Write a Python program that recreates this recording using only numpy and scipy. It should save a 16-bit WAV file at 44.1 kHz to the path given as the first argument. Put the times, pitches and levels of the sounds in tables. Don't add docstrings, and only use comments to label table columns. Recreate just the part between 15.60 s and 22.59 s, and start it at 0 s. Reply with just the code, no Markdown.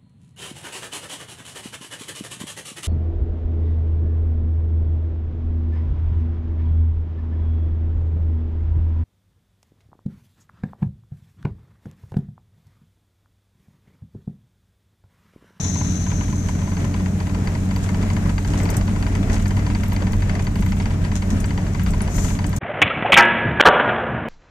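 import sys
import numpy as np
from scipy import signal
from scipy.fft import rfft, irfft, next_fast_len
from scipy.io import wavfile
from scipy.ndimage import uniform_filter1d

SR = 44100
rng = np.random.default_rng(int(sys.argv[2]) if len(sys.argv) > 2 else 0)


def materialize(psi):
    bounded = np.clip(np.atleast_2d(psi).T, -1, 1)
    quanta = np.round(bounded * 32767).astype(np.int16)
    wavfile.write(sys.argv[1], SR, quanta)


N = 308107
TIME = np.arange(N) / SR


def amp(db):
    return 10 ** (np.asarray(db) / 20)


def unit(x):
    return x / np.sqrt(np.mean(x ** 2) + 1e-20)


def curve(rows):
    return np.interp(TIME, *np.transpose(rows))


def at_hz(rows, hz):
    freqs, values = np.transpose(rows)
    return np.interp(np.log(hz + 1), np.log(freqs), values)


def add(mix, start_s, sound):
    part = mix[:, max(round(start_s * SR), 0):][:, :sound.shape[1]]
    part += sound[:, :part.shape[1]]


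def excerpt(x, length):
    start = rng.integers(N - length)
    return x[:, start:start + length]


def pan(side_db):
    return amp(np.array([[.5], [-.5]]) * side_db)


def drift(hz):
    rolloff = 1 + (np.fft.rfftfreq(N, 1 / SR) / hz) ** 4
    return unit(irfft(rfft(rng.standard_normal(N)) / rolloff, N))


def grains(per_s, spread_db):
    size = amp(spread_db * np.minimum(rng.exponential(1, N), 3))
    hits = rng.random(N) < per_s / SR
    return size * hits * rng.uniform(-1.16, 1, (2, N))


def steady(x, seconds):
    power = uniform_filter1d((x ** 2).mean(0), int(seconds * SR))
    return x / np.sqrt(abs(power) + 1e-6)


def cabin(x, t60, wet_db):
    t = np.arange(SR // 5) / SR
    tail = rng.standard_normal((2, len(t))) * amp(-60 * t / t60) * (t > .002)
    tail /= np.linalg.norm(tail, axis=1, keepdims=True)
    return x + amp(wet_db) * signal.oaconvolve(x, tail, axes=1)[:, :N]


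LEFT_LAG_S = .00016
# (frequency [Hz], coherence [0-1])
MIC_COHERENCE = [(20, 0.95), (150, 1), (260, 0.91), (500, 0.72), (1000, 0.58), (2000, 0.0092),
                 (16000, 0.064)]
# (frequency [Hz], left minus right [dB])
MIC_BALANCE = [(20, -1.5), (100, 0.5), (400, 0), (1000, 4), (1900, 7), (3100, -1), (4500, -2.5), (6200, 8),
               (8000, -2.5), (10000, -5), (15000, -1.5)]

def colour(pair, spectrum):
    size = next_fast_len(pair.shape[1])
    hz = np.fft.rfftfreq(size, 1 / SR)
    shared, separate = rfft(pair, size)
    coherence = at_hz(MIC_COHERENCE, hz)
    left = shared * np.exp(-2j * np.pi * hz * LEFT_LAG_S)
    right = coherence * shared + np.sqrt(1 - coherence ** 2) * separate
    shaped = np.array([left, right]) * pan(at_hz(MIC_BALANCE, hz)) * amp(at_hz(spectrum, hz))
    return unit(irfft(shaped, size)[:, :pair.shape[1]])


def noise(spectrum):
    return colour(rng.standard_normal((2, N)), spectrum)


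CRUISE_HZ = 92
# (time [s], firing rate [Hz])
FIRING_RATE = [(0.1, 90), (.9, 90.4), (1.38, 92.2), (1.65, 91), (2.0, 92.4), (2.25, 92.3), (2.45, 93.6),
               (2.92, 92), (3.1, 96), (3.67, 93), (3.9, 96.2), (4.3, 93.9), (4.7, 93.1), (4.88, 91.6),
               (5.35, 92.4), (5.65, 90.8), (6.12, 92), (6.5, 89.3), (6.8, 92)]

def above_cruise_hz():
    return curve(FIRING_RATE) - CRUISE_HZ


# (time [s], heave level [dB])
ROAD_ROUGHNESS = [(0, -35), (.7, -33), (2, -29.5), (2.4, -25.5), (3.7, -24), (4.3, -25.5), (6.4, -26),
                  (6.99, -28)]
# (peak time [s], body heave [dB], cabin boom [dB], tyre noise [dB])
RUTS = [(.28, -45, -26, -66), (.56, -24, -60, -60), (.74, -41, -27, -51), (.86, -24, -46, -52),
        (1.23, -38, -24.5, -54), (2.44, -36, -45, -59), (2.67, -26, -30, -41), (2.91, -39, -24, -36.5),
        (3.17, -43, -26, -41), (3.41, -27, -27, -54), (3.59, -33, -22.5, -58), (3.73, -19, -43, -40),
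        (4.07, -34, -42, -52), (4.55, -19, -34, -63), (4.73, -39, -29, -58), (5.01, -20, -26, -56),
        (5.27, -34, -36, -43), (5.73, -22, -24.5, -44.5), (6.29, -17.5, -32, -39), (6.59, -20.5, -29, -54)]

def jolted(level_db, column, rise_s=.063, decay_db_per_s=81):
    power = amp(level_db) ** 2
    for rut in RUTS:
        since = TIME - rut[0]
        swell = np.clip(1 + since / rise_s, 0, 1)
        power += (swell * amp(rut[column] - decay_db_per_s * np.maximum(since, 0))) ** 2
    return np.sqrt(power)


# (middle time [s], pitch [Hz], level [dB])
TRIM_SQUEAKS = [(4.422, 538, -28.5), (5.122, 5400, -46), (5.222, 5300, -44)]

def squeaks(length_s=.0091, waver=.0088):
    out = np.zeros(N)
    wobbly_time = np.cumsum(1 + waver * drift(150)) / SR
    for middle_s, hz, db in TRIM_SQUEAKS:
        envelope = amp(db) * np.exp(-(2 * (TIME - middle_s) / length_s) ** 2)
        out += envelope * np.sqrt(2) * np.sin(2 * np.pi * hz * wobbly_time)
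    return cabin(np.array([out, out]), t60=.06, wet_db=-8)


# (frequency [Hz], spectral level [dB])
SWISH_SPECTRUM = [(2500, -20), (4500, -16), (5500, -14), (6400, -6.5), (7300, -6), (8500, -13.5),
                  (11000, -20), (14000, -21), (15500, -38)]

def swish(start_s=6.49, attack_s=.068, hold_s=.14, release_s=.1, level_db=-36.5):
    stroke = np.interp(TIME, np.cumsum([start_s, attack_s, hold_s, release_s]), [0, 1, 1, 0])
    return stroke * noise(SWISH_SPECTRUM) * pan(side_db=7.5) * amp(level_db + .75 * drift(67.2))


# (time [s], level [dB])
FITTING_TICKS = [(.872, -40), (.892, -44), (1.246, -37), (2.002, -43), (2.239, -35), (2.289, -38),
                 (2.369, -42), (2.533, -37), (2.675, -42), (3.386, -43), (3.551, -35), (3.564, -53),
                 (3.822, -36), (3.879, -32), (4.801, -44), (4.823, -36), (4.993, -39), (5.224, -43),
                 (5.609, -50)]
# (frequency [Hz], spectral level [dB])
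TICK_SPECTRUM = [(1500, -3), (4500, -8), (6400, 9.5), (8500, 3), (11000, -4.5), (14500, -13), (16000, -8)]

def fittings(faint_db=-44.5, faint_per_s=32, t60=.044, rise_s=.00056):
    t = np.arange(SR // 20) / SR
    road_db = curve(ROAD_ROUGHNESS)
    taps_per_s = faint_per_s * amp(road_db - road_db.max())
    taps = amp(faint_db) * rng.uniform(.38, 1, N) * (rng.random(N) < taps_per_s / SR)
    for start_s, db in FITTING_TICKS:
        taps[round(start_s * SR)] += amp(db)
    envelope = amp(-60 * t / t60) * (1 - np.exp(-t / rise_s))
    return signal.oaconvolve(taps, envelope)[:N] * noise(TICK_SPECTRUM)


# (frequency [Hz], width [Hz], left level [dB], right level [dB])
DISC_MODES = [(3570, 20, -26, -18), (3930, 26, -19.5, -15), (4105, 20, -25, -20), (5675, 16, -12, -23),
              (5712, 18, -9, -21), (5750, 18, -9, -21), (5985, 55, -7, -19), (6088, 28, -5, -19),
              (6238, 12, -6, -19), (6264, 9, -1, -15), (6389, 8, -2, -16), (6408, 10, -3.5, -16),
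              (6621, 16, -13, -23), (6797, 16, -12, -22), (10100, 90, -19, -34)]
# (frequency [Hz], spectral level [dB])
PAD_SPECTRUM = [(3000, -14.5), (4000, -7.5), (5000, -14), (5700, -3), (6300, 5.5), (7000, -2.5),
                (8000, -13), (11000, -35), (15000, -45)]

def brake(level_db=-32.5, fade_db_per_s=17, off_s=1.72, release_s=.42, narrowing=.52):
    hz, ring = np.fft.rfftfreq(N, 1 / SR), np.zeros((2, N))
    eased_db = -fade_db_per_s * TIME
    for centre, width, left_db, right_db in DISC_MODES:
        rub = rng.standard_normal(len(hz)) + 1j * rng.standard_normal(len(hz))
        mode = unit(irfft(rub / (1 + 2 * ((hz - centre) / width) ** 2), N))
        fade = amp(narrowing * eased_db * abs(np.log2(centre / 6300)))
        ring += amp([[left_db], [right_db]]) * fade * mode
    rasp = amp(.5) * pan(side_db=2) * noise(PAD_SPECTRUM)
    release = np.clip((off_s - TIME) / release_s, 0, 1)
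    return (ring + rasp) * release * amp(level_db + eased_db + drift(90))


# (time [s], level [dB])
STONE_CRUNCHES = [(0.8847, -40), (1.1967, -45), (1.245, -52), (2.227, -38.5), (2.873, -37.5),
                  (2.902, -41.5), (2.973, -36.5), (2.986, -46), (3.135, -43), (3.715, -42), (3.729, -36.5),
                  (3.741, -44), (3.7748, -49), (3.798, -52), (5.553, -31.5), (5.7026, -36.5), (6.963, -40)]
# (frequency [Hz], spectral level [dB])
SNAP_SPECTRUM = [(200, -31), (600, 7.5), (1000, 5), (2200, 1), (3500, 0), (4800, -1.5), (6400, 6),
                 (8000, 1.5), (11000, -13), (15500, -21)]

def stones(gain_db=5.5, t60=.12, rise_s=.0011):
    t, force = np.arange(SR // 6) / SR, np.zeros((1, N))
    burst = amp(gain_db - 60 * t / t60) * (1 - np.exp(-t / rise_s))
    for start_s, db in STONE_CRUNCHES:
        add(force, start_s, amp(db) * burst[None])
    return force * colour(grains(per_s=3000, spread_db=4.5), SNAP_SPECTRUM)


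# (frequency [Hz], spectral level [dB])
GRAVEL_SPECTRUM = [(200, -24), (550, -6), (1000, 8.5), (2200, 11.5), (3500, 7), (4800, -1.5), (6400, -6),
                   (8000, 0.5), (11000, -8.5), (15500, -55)]
ROAR_SPECTRUM = [(200, -1.5), (330, -1), (430, 1.5), (500, -5.5), (630, -1.5), (770, -6.5), (950, -9.5),
                 (1300, -12.5), (2000, -13.5), (2700, -19), (4000, -29.5), (5500, -22), (9000, -55)]
HISS_SPECTRUM = [(2500, -16), (4000, -2), (5200, -8.5), (6400, 2), (7300, 2), (9000, -6.5), (12000, -11.5),
                 (15500, -14.5)]
# (time [s], level [dB])
GRIT_LEVEL = [(1.4, -52), (2.88, -51), (5.49, -55), (5.67, -52), (6.08, -53.5), (6.45, -53)]

def tyres(level_db=-40.5, db_per_hz=.29, road_share=.23):
    pebbles = cabin(grains(per_s=260, spread_db=7.5), t60=.11, wet_db=4)
    gravel = colour(pebbles, GRAVEL_SPECTRUM) * amp(-6.5 + 2 * drift(18))
    specks = cabin(grains(per_s=300, spread_db=4), t60=.045, wet_db=-29)
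    grit = colour(specks, HISS_SPECTRUM) * amp(-6.5 + 2.5 * drift(25))
    roar = noise(ROAR_SPECTRUM) * amp(5 + 1.73 * drift(4.1))
    hiss = noise(HISS_SPECTRUM) * amp(4.5)
    uneven_db = curve(ROAD_ROUGHNESS) - curve(ROAD_ROUGHNESS).mean()
    rolling = jolted(level_db + db_per_hz * above_cruise_hz() + road_share * uneven_db, column=3)
    return (roar + gravel) * rolling + (hiss + grit) * amp(curve(GRIT_LEVEL))


def shaft_tone(ratio, waver, waver_hz, cabin_hz=187, width_hz=5, lift_db=6):
    rate = curve(FIRING_RATE)
    firings = np.cumsum(rate) / SR - np.outer([1, 0], rate * LEFT_LAG_S)
    phase = 2 * np.pi * (ratio * firings + rng.random())
    lift = amp(lift_db / (1 + ((ratio * rate - cabin_hz) / width_hz) ** 2))
    tone = (1 + waver * drift(waver_hz)) * np.cos(phase)
    phase_jitter = waver * drift(waver_hz) * np.sin(phase)
    return lift * (tone + phase_jitter)


# (order [multiple of its turning rate], level [dB])
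FAN_TONES = [(2, -6), (5, -6), (6, -4), (7, -4), (8, -3.5), (11, -16)]

def fan(level_db=-29.3, turns_per_firing=.2908):
    return sum(amp(level_db + db) * shaft_tone(order * turns_per_firing, waver=.22, waver_hz=3)
               for order, db in FAN_TONES)


# (frequency [Hz], spectral level [dB])
HEAVE_SPECTRUM = [(6, -18), (15, -13), (26, 0.5), (39, 6), (52, 7.5), (62, 1.5), (78, -5), (105, -2),
                  (150, -58.5)]
BOOM_SPECTRUM = [(70, -70), (110, 0), (134, -1.5), (148, -2.5), (166, 0), (182, -0.5), (200, -2.5),
                 (218, -0.5), (235, -5.5), (260, -8.5), (292, -3.5), (330, -19.5), (450, -29), (900, -79)]

def body(boom_db=-28, boom_db_per_hz=.26):
    heave = steady(noise(HEAVE_SPECTRUM), seconds=.12) * jolted(curve(ROAD_ROUGHNESS), column=1)
    boom = steady(noise(BOOM_SPECTRUM), seconds=.15)
    running_db = boom_db + boom_db_per_hz * above_cruise_hz() + drift(14)
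    return heave + boom * jolted(running_db, column=2)


# (time [s], level [dB], left minus right [dB], struck ring [Hz], touches [count])
JINGLES = [(2.16, -27, -1, 12200, 1), (2.9774, -39, 4, 14800, 1), (3.0114, -21, 0, 14800, 1),
           (3.046, -28, 0, 14800, 1), (3.03, -15.5, 5, 8100, 1), (3.1, -5.5, 1, 7530, 1),
           (3.166, -4.5, -4, 8600, 1), (3.8144, -24, 6, 14000, 2), (3.9629, -22, 5, 14300, 1),
           (4.236, -21, 2, 11800, 1), (4.281, -22, 0.5, 12250, 1), (4.328, -18, -2, 12000, 1),
           (4.5192, -19, 12, 8700, 1), (4.838, -30, 0, 12000, 1), (4.953, -23, -2, 12300, 5),
           (5.801, -13, 3, 9900, 1), (5.8558, -20, 0, 8000, 1), (6.232, -21, 4, 12000, 1),
           (6.3037, -17.5, 1, 8200, 1), (6.4155, -14.5, -2, 9430, 1), (6.56, -13, -2, 14400, 1),
           (6.8637, -16, 11, 8460, 1), (6.89, -21, 2, 11800, 1), (6.962, -7.5, 6, 8530, 1)]

def key_touches(swing_s=.052, loss_db=.8):
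    return [(start_s + k * swing_s, db - k * loss_db, side_db, hz)
            for start_s, db, side_db, hz, count in JINGLES for k in range(round(count))]


# (frequency [Hz], level [dB], t60 [s])
KEY_MODES = [(7980, -10, .035), (8250, -11, .025), (9460, -12.5, .075), (10900, -16, .015),
             (11900, -10, .025), (12200, -8, .025), (14200, -16, .03), (14850, -10, .04)]

def keys(gain_db=-5.5, neighbour_db=-15, reach_hz=600, vary_db=2.5, chatter_s=.011, chatter_db=-8):
    hz, mode_db, t60 = np.transpose(KEY_MODES)[:, :, None]
    t, out, tick_noise = np.arange(SR // 8) / SR, np.zeros((2, N)), noise(TICK_SPECTRUM)
    attack = 1 - np.exp(-t / .00078)
    tick_decay = amp(-14 - 60 * t / .03)
    for start_s, db, side_db, struck_hz in key_touches():
        struck_db = mode_db + neighbour_db * (1 - np.exp(-((hz - struck_hz) / reach_hz) ** 2))
        contacts = [(.00095, 0)] + [(chatter_s * u, chatter_db * (1 + u)) for u in rng.random(4)]
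        for late_s, contact_db in contacts:
            envelopes = amp(struck_db + vary_db * rng.standard_normal(hz.shape) - 60 * t / t60)
            cycles = hz * rng.uniform(.99, 1.01) * t + rng.random((2, len(hz), 1))
            ring = (envelopes * np.sin(2 * np.pi * cycles)).sum(1)
            tick = excerpt(tick_noise, len(t)) * tick_decay
            gain = amp(db + gain_db + contact_db) * pan(side_db)
            add(out, start_s + late_s, gain * (ring + tick) * attack)
    return cabin(out, t60=.08, wet_db=-10)


TRIM_LAG_S = .00042
# (time [s], crack level [dB], hollow ring level [dB])
TRIM_KNOCKS = [(0.044, -34.5, -30.5), (0.156, -28.5, -26), (0.208, -28.5, -23.0), (0.464, -29.5, -25),
               (0.516, -27.0, -25.0), (0.608, -26.5, -25.5), (0.68, -31.5, -29.0), (0.725, -31.5, -25),
               (0.886, -26.5, -23.0), (0.95, -33, -39.5), (1.016, -30, -27), (1.073, -30.5, -25.5),
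               (1.117, -30, -29), (1.168, -28, -28), (1.243, -28, -26), (1.341, -26, -25),
               (1.398, -30.5, -28), (1.459, -27, -27.5), (1.602, -26.5, -27), (1.669, -29.5, -27),
               (1.695, -31, -29), (1.746, -27.5, -25), (1.873, -24.5, -27), (1.951, -27.5, -25.5),
               (2.109, -27.0, -25), (2.161, -26, -24.5), (2.289, -24.5, -26), (2.344, -25.5, -27),
               (2.427, -28, -27), (2.501, -25, -26), (2.565, -25, -24), (2.656, -31, -25.5),
               (2.695, -28, -25.5), (2.78, -22.5, -25), (2.847, -25, -26.5), (2.935, -26, -24),
               (3.001, -25, -36), (3.054, -25.5, -25), (3.09, -25.0, -26), (3.144, -25, -27),
               (3.21, -25.5, -29), (3.277, -27, -25.0), (3.36, -29.5, -27.0), (3.425, -24.5, -24.5),
               (3.465, -25.5, -24.0), (3.551, -23.5, -24), (3.698, -24, -29), (3.764, -25, -31),
               (3.857, -24, -28), (3.907, -26.0, -25.0), (3.968, -25, -24), (3.991, -28, -35),
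               (4.065, -25.5, -24.0), (4.1, -26.0, -24), (4.149, -23, -24), (4.234, -25.0, -27),
               (4.319, -24.5, -25), (4.363, -24.5, -30), (4.421, -26.0, -25), (4.468, -25.0, -24.0),
               (4.532, -26.5, -27), (4.621, -24, -26), (4.695, -23.5, -29), (4.752, -25, -33),
               (4.793, -23.0, -25), (4.868, -24.5, -27), (4.956, -27, -28), (5.023, -25.5, -27.0),
               (5.062, -26, -29.0), (5.12, -24.5, -27), (5.199, -24.0, -28), (5.256, -24, -24),
               (5.306, -27.5, -26.5), (5.448, -25.5, -25.5), (5.516, -26, -26.5), (5.622, -25.5, -29),
               (5.842, -24, -26.5), (5.906, -26, -26), (5.976, -25.0, -23), (6.065, -29, -34),
               (6.147, -25, -28), (6.195, -26.0, -26), (6.262, -23.5, -31.5), (6.335, -26.5, -23),
               (6.405, -24.5, -29), (6.476, -25, -25.5), (6.545, -34, -45), (6.581, -26, -26),
               (6.646, -25.5, -25.0), (6.703, -27, -27.0), (6.789, -25.0, -24), (6.842, -25, -26),
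               (6.929, -26, -25)]
# (frequency [Hz], left level [dB], right level [dB], t60 [s], build-up [s])
TRIM_MODES = [(540, -21, -22, .04, .003), (820, -14, -12, .055, .006), (966, -4, -5.5, .034, .008),
              (1240, -12, -15, .025, .004), (1530, -6, -14, .018, .0015), (1720, -7, -15, .016, .001),
              (2010, -4.5, -16, .026, .001), (2130, -6.5, -17, .024, .001), (2330, -13, -18, .016, .001),
              (2900, -18, -14, .016, .0015), (3070, -18, -13, .019, .0015), (3450, -24, -19, .014, .0015),
              (4480, -15, -15, .013, .001), (4660, -10, -10, .019, .001)]
# (frequency [Hz], spectral level [dB])
CRACK_SPECTRUM = [(300, -3), (900, 8), (1600, 6.5), (2200, 8.5), (3000, -1), (3900, -4), (4600, -10),
                  (5200, -11), (6300, -2), (8000, -12), (14000, -38)]

def trim(gain_db=.5, crack_db=-7, crack_t60=.093, bounce_db=-12, vary_db=2, detune=.01):
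    hz, left_db, right_db, t60, rise_s = np.transpose(TRIM_MODES)[:, :, None]
    t, out, crack_noise = np.arange(SR // 12) / SR, np.zeros((2, N)), noise(CRACK_SPECTRUM)
    hollow = hz < 1100
    decay = amp(np.array([left_db, right_db]) - 60 * np.maximum(t - rise_s, 0) / t60)
    envelopes = decay * np.minimum(t / rise_s, 1) ** 2
    crack_envelope = amp(crack_db - 60 * t / crack_t60) * (1 - np.exp(-t / .0004))
    usual_db = np.median(np.transpose(TRIM_KNOCKS)[1])
    mic_spread = np.minimum(hz / 4000, .4)
    phase = 2 * np.pi * rng.random(hz.shape) + mic_spread * rng.standard_normal((2, len(hz), 1))
    phase[0] -= 2 * np.pi * hz * np.where(hollow, LEFT_LAG_S, TRIM_LAG_S)
    for start_s, db, hollow_db in TRIM_KNOCKS:
        level_draw, pitch_draw, phase_draw = rng.standard_normal((3, len(hz), 1))
        harder_db = db - usual_db
        bright_db = .7 * harder_db * np.log2(hz / 2000)
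        pitch = hz * (1 + detune * pitch_draw - hollow * .009 * harder_db)
        size = amp(np.where(hollow, hollow_db, db + bright_db + vary_db * level_draw))
        ring = (envelopes * size * np.sin(2 * np.pi * pitch * t + phase + 1.21 * phase_draw)).sum(1)
        crack = amp(db) * crack_envelope * excerpt(crack_noise, len(t))
        knock = amp(gain_db) * (ring + crack)
        add(out, start_s, knock)
        add(out, start_s + rng.uniform(.024, .039), amp(bounce_db) * rng.random() * knock)
    return cabin(out, t60=.07, wet_db=-16)


# (order [multiple of the firing rate], level [dB])
ENGINE_TONES = [(.5, -15), (1, 1), (2, -16.5), (3, -37)]

def engine(level_db=-22, db_per_hz=.69, cylinders=8, throb_depth=.34, throb_db_per_hz=-2.1):
    firings = np.cumsum(curve(FIRING_RATE)) / SR - .057 * CRUISE_HZ
    depth = throb_depth * amp(throb_db_per_hz * above_cruise_hz())
    throb = 1 + depth * np.cos(2 * np.pi * firings / cylinders)
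    drone = sum(amp(db) * shaft_tone(order, waver=.04 if order == 1 else .048, waver_hz=2.3)
                for order, db in ENGINE_TONES)
    return drone * throb * amp(level_db + db_per_hz * above_cruise_hz())


def scene():
    driving = engine() + fan() + body() + tyres()
    rattles = trim() + keys() + fittings()
    return driving + rattles + stones() + brake() + swish() + squeaks()


def record(dry):
    lowpass = signal.firwin(511, 15350, window=("kaiser", 9), fs=SR)
    return signal.oaconvolve(dry, lowpass[None], "same")


dry = scene()
out = record(dry)
materialize(out)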